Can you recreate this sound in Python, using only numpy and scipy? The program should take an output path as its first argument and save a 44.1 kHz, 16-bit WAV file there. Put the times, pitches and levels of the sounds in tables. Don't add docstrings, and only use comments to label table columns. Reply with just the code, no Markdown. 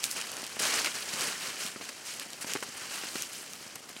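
import sys
import numpy as np
from scipy import signal
from scipy.fft import rfft, irfft
from scipy.io import wavfile

SR = 44100
rng = np.random.default_rng(int(sys.argv[2]) if len(sys.argv) > 2 else 0)


def log_audio(samples):
    frames = np.atleast_2d(samples).T
    limited = np.clip(frames, -1, 1)
    pcm = np.round(limited * 32767).astype(np.int16)
    wavfile.write(sys.argv[1], SR, pcm)


N = 176400
TIME = np.arange(N) / SR


def from_db(db):
    return 10 ** (np.asarray(db) / 20)


def unit_level(x):
    return x / np.sqrt(np.mean(x ** 2) + 1e-20)


def drift(hz):
    memory = np.exp(-2 * np.pi * hz / SR)
    wobble = signal.lfilter([1], [1, -2 * memory, memory * memory], rng.standard_normal(N + SR))
    return unit_level(wobble[SR:])


def band(x, low_hz, high_hz, order=2):
    top = min(high_hz, SR * .45)
    bottom = min(low_hz, top / 2 ** (1 / 10))
    return signal.sosfilt(signal.butter(order, [bottom, top], "band", fs=SR, output="sos"), x + 1e-18)


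def shape_tone(x, tone):
    size = 2 * N
    hz, db = np.transpose(tone)
    all_hz = np.arange(N + 1) * SR / size
    gain = unit_level(from_db(np.interp(np.log(all_hz + 1), np.log(hz), db)))
    cepstrum = irfft(np.log(gain))[:N]
    cepstrum[1:] *= 2
    return irfft(rfft(x, size) * np.exp(rfft(cepstrum, size)))[..., :N]


def clicks(per_s, spread_db):
    sizes = from_db(spread_db * np.minimum(rng.exponential(1, N), 5))
    return unit_level(sizes * rng.choice([-1, 1], N) * (rng.random(N) < per_s / SR))


def add(out, start_s, sound):
    start = max(int(start_s * SR), 0)
    part = sound[:N - start]
    out[start:start + len(part)] += part


# (frequency [Hz], relative level [dB])
AIR_TONE = [(20, -8), (45, -14), (90, 11), (250, 18.5), (1000, 11), (4000, -42), (15000, -18)]

def winter_air():
    return from_db(-65) * shape_tone(rng.standard_normal((2, N)), AIR_TONE)


def thicket(x, fade_s=0.15):
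    t = np.arange(SR // 2) / SR
    echoes = rng.standard_normal(len(t)) * np.exp(-np.log(1000) * t / fade_s)
    return signal.fftconvolve(x, echoes / np.linalg.norm(echoes))[:N]


# (frequency [Hz], relative level [dB])
SNOW_TONE = [(25, -22), (48, -36), (70, -9), (150, 0.5), (250, 3), (400, -1), (700, 0), (1500, -16.5),
             (5000, -53)]

def trampling():
    activity = unit_level(rustle_strength(hz=700) ** 0.27)
    return from_db(-55.5) * activity * shape_tone(clicks(per_s=500, spread_db=3), SNOW_TONE)


# (time [s], length [s], level [dB], pitch [Hz])
STEM_RUBS = [(0.643, 0.16, -40.5, 2160), (.85, .045, -38.5, 2160), (2.88, 0.19, -49, 2790),
             (3.14, 0.077, -45, 2620)]

def rubbing_stems():
    out = 0
    for start, length, db, hz in STEM_RUBS:
        push = np.sin(np.pi * np.clip((TIME - start) / length, 0, 1))
        slips = clicks(per_s=1600, spread_db=2)
        out = out + from_db(db) * push * unit_level(band(slips, hz / 1.07, hz * 1.07))
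    return out


# (time [s], level [dB], pitch [Hz], length [s], crunch compared with thud [dB])
HOOF_STEPS = [(0.43, -36.5, 330, 0.003, -2), (0.567, -38.5, 400, 0.0058, -2),
              (.604, -36.5, 405, 0.0054, -8), (0.656, -36, 448, 0.0091, 5), (1.136, -49, 184, 0.018, -8),
              (1.618, -44.5, 510, 0.0077, -5), (1.649, -46, 200, 0.0075, -4),
              (1.76, -38, 300, 0.0057, -2.5), (1.811, -39.5, 450, 0.0056, -1), (2.217, -48, 400, 0.0074, 4),
              (2.445, -33.5, 324, 0.0031, 1.5), (2.5528, -30, 410, 0.006, -3),
              (2.5599, -31.5, 300, 0.0059, 1.5), (2.626, -34, 960, 0.0092, 1), (3.036, -37, 317, 0.0069, 5),
              (3.155, -34, 288, 0.0065, -1.5), (3.611, -47, 302, 0.0035, -14),
              (3.762, -48.5, 600, 0.011, 1), (3.964, -44, 300, 0.006, 0)]

def hooves(knock_cycles=0.78, crumbs_per_s=2100):
    out, t = np.zeros(N), np.arange(SR // 10) / SR
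    for start, db, hz, length, crunch_db in HOOF_STEPS:
        knock = unit_level(np.sin(2 * np.pi * hz * t) * np.exp(-(t * hz / knock_cycles) ** 2))
        burst = rng.choice([-1, 1], len(t)) * np.exp(-(t / length) ** 2)
        sinking = unit_level(band(burst, hz / 1.72, hz * 1.72))
        thud = unit_level(band(from_db(3) * knock + sinking, low_hz=153, high_hz=3000))
        crumbs = rng.choice([-1, 1], len(t)) * (rng.random(len(t)) < crumbs_per_s / SR)
        crumbs = crumbs * np.exp(-t / length)
        crumbs[0] = 2
        crunch = unit_level(band(crumbs, low_hz=790, high_hz=2500))
        step = thud + from_db(crunch_db) * crunch
        add(out, start, from_db(db) * step / np.sqrt(np.sum(step ** 2) / (length * SR)))
    return out


def dry_tips():
    ticks = unit_level(band(clicks(per_s=110, spread_db=0), low_hz=2550, high_hz=11200))
    return from_db(-18.5) * rustle_strength(hz=4000) * ticks


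# (time [s], level over 2 ms [dB], pitch [Hz], length of the break [s])
SNAPS_AND_CRUST_CRACKS = [(0.0406, -22.5, 5000, 0.00023), (0.0412, -24, 7500, .0006),
                          (.1128, -27, 6600, 0.0011), (.2070, -40, 5000, .0005),
                          (0.2137, -31, 5500, 0.0006), (0.222, -37, 1800, .001), (0.317, -34, 7540, .001),
                          (.338, -40, 6000, .0015), (0.3678, -33, 5000, 0.0026),
                          (0.419, -37, 5000, 0.00079), (.439, -34.5, 5000, 0.0045),
                          (.4662, -34.5, 4970, 0.00071), (0.477, -40, 6000, 0.0006),
                          (.528, -41, 5500, .0015), (0.5963, -33, 6500, 0.0012),
                          (0.5998, -28, 6500, 0.0006), (0.6208, -29, 7500, .002), (.652, -25.5, 4000, .003),
                          (0.8175, -29, 4500, 0.00065), (0.8463, -26, 3950, 0.00064),
                          (0.859, -25, 2600, .003), (1.2094, -27.5, 4950, 0.0011),
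                          (1.664, -32, 5000, 0.0015), (1.8904, -40, 5030, 0.0027),
                          (2.1382, -38, 5000, 0.00088), (2.1973, -30.5, 4600, 0.0011),
                          (2.3040, -40, 6440, 0.00057), (2.3320, -35, 4400, 0.0019),
                          (2.4760, -38, 10000, 0.00089), (2.5054, -42, 4500, .0015),
                          (2.5360, -25.5, 5970, 0.00044), (2.5415, -39, 9000, 0.00064),
                          (2.571, -33.5, 2200, 0.0032), (2.605, -39.5, 5970, 0.0019),
                          (3.156, -32, 2800, .005), (3.222, -26.5, 5800, 0.001),
                          (3.332, -36.5, 5000, 0.002), (3.5343, -36, 5500, 0.00082),
                          (3.7572, -35, 6500, 0.00055), (3.891, -42, 9000, .005),
                          (3.9655, -40.5, 2400, 0.001)]

def snaps_and_crust_cracks(bits_fade_s=0.0052):
    out, t = np.zeros(N), np.arange(SR // 20) / SR
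    for start, db, hz, length in SNAPS_AND_CRUST_CRACKS:
        breaking = np.exp(-(t / length) ** 2)
        loose_bits = from_db(-17) * np.exp(-t / bits_fade_s)
        burst = rng.choice([-1, 1], len(t)) * (breaking + loose_bits)
        crack = band(burst, hz / 1.6, hz * 1.6, order=1)
        crack = band(crack, low_hz=1170, high_hz=13900)
        add(out, start, from_db(db) * crack / np.sqrt(np.sum(crack ** 2) / (.002 * SR)))
    return out


# (time [s], level [dB])
HERD_FEEDING = [(0, -42.5), (.25, -40.5), (.55, -43), (1.1, -38.5), (1.6, -43.5), (1.78, -46), (2.36, -46),
                (2.7, -44.5), (3.25, -45), (3.67, -46.5), (3.73, -48), (3.86, -50), (4, -47.5)]
# (time [s], rise [s], hold [s], time to fade by 20 dB [s], level [dB], brightness [dB per octave])
COAT_SWEEPS = [(0.021, 0.017, 0.01, 0.061, -33, 2.5), (0.093, 0.016, .015, 0.036, -38.5, 4),
               (0.145, 0.02, 0.0082, 0.11, -35, -.8), (0.3, 0.018, 0.089, 0.047, -50, -5.5),
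               (0.589, 0.0043, 0.012, 0.048, -30.5, 0), (0.611, 0.013, 0.062, 0.085, -29.5, -0.5),
               (0.672, 0.06, 0.06, 0.14, -30, -.5), (0.843, .003, 0.034, 0.03, -32.5, -0.7),
               (0.934, 0.012, 0.019, 0.12, -37.5, 0), (1.06, 0.11, 0.034, 0.14, -35, -0.5),
               (1.173, 0.056, 0.03, 0.2, -31.5, -0.54), (1.377, 0.046, 0.039, 0.26, -37.5, -0.5),
               (1.575, 0.026, 0.078, 0.054, -37, 1.2), (1.805, 0.0094, 0.065, .05, -45.5, 0),
               (1.885, 0.0062, 0.005, 0.0085, -39, 0), (2.027, 0.051, 0.011, 0.24, -40, 1.5),
               (2.194, 0.016, 0.0069, 0.042, -40.5, -1), (2.406, 0.0074, 0.011, 0.05, -38.5, 2),
               (2.434, 0.069, 0.0093, 0.1, -37, -0.3), (2.624, .004, 0.0075, 0.02, -39.5, 3),
               (2.719, 0.056, 0.1, 0.059, -43.5, -1), (2.87, 0.055, 0.025, 0.31, -37.5, 0.5),
               (3.014, 0.032, 0.055, 0.079, -42.5, 1), (3.121, 0.032, 0.081, 0.084, -40.5, 2),
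               (3.312, .015, 0.084, 0.087, -48, 4.5), (3.49, 0.028, 0.01, 0.2, -54, 7),
               (3.752, 0.0035, 0.0065, 0.023, -42.5, -1), (3.884, 0.0066, 0.015, 0.042, -46.5, -1.5)]

def rustle_strength(hz):
    power = from_db(np.interp(TIME, *np.transpose(HERD_FEEDING))) ** 2
    octaves = np.log2(max(hz, 700) / 4000)
    for start, rise, hold, fade, db, brightness in COAT_SWEEPS:
        t = np.arange(int((rise + hold + 2 * fade) * SR)) / SR
        swell = np.minimum(t / rise, 1) * from_db(-20 * np.maximum(t - rise - hold, 0) / fade)
        add(power, start, (swell * from_db(db + brightness * octaves)) ** 2)
    return np.sqrt(power)


# (frequency [Hz], relative level [dB])
LEAF_TONE = [(40, -24), (90, -21), (200, -5.5), (450, -2), (850, -3), (1400, 2), (2100, 1.5), (3050, 3),
             (3500, -2.5), (4400, 1.16), (6000, 0.5), (8200, -1), (11000, -8.5), (15500, -18)]

def leaves(shared_flutter_db=1.0, own_flutter_db=1.76):
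    edges_hz = np.geomspace(40, 17000, 16)
    contacts = [clicks(per_s=16000, spread_db=2.5) for _ in range(2)]
    catching = shared_flutter_db * drift(hz=89)
    out = 0
    for k, (low, high) in enumerate(zip(edges_hz, edges_hz[1:])):
        flutter = unit_level(from_db(catching + own_flutter_db * drift(hz=88)))
        crackle = band(contacts[k % 2], low, high)
        out = out + rustle_strength(hz=np.sqrt(low * high)) * flutter * crackle
    return shape_tone(out, LEAF_TONE)


def scene():
    cracks = snaps_and_crust_cracks() + dry_tips()
    herd = leaves() + rubbing_stems() + trampling() + hooves() + cracks + from_db(-21) * thicket(cracks)
    air, air_side = winter_air()
    bass = signal.sosfilt(signal.butter(1, 560, fs=SR, output="sos"), herd)
    side = from_db(-25.5) * bass + from_db(-37.5) * thicket(bass) + from_db(-6.5) * air_side
    return np.array([herd + air + side, herd + air - side])


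def record(dry, cutoff_hz=15900):
    return signal.sosfilt(signal.ellip(12, .1, 80, cutoff_hz, fs=SR, output="sos"), dry)


dry = scene()
out = record(dry)
log_audio(out)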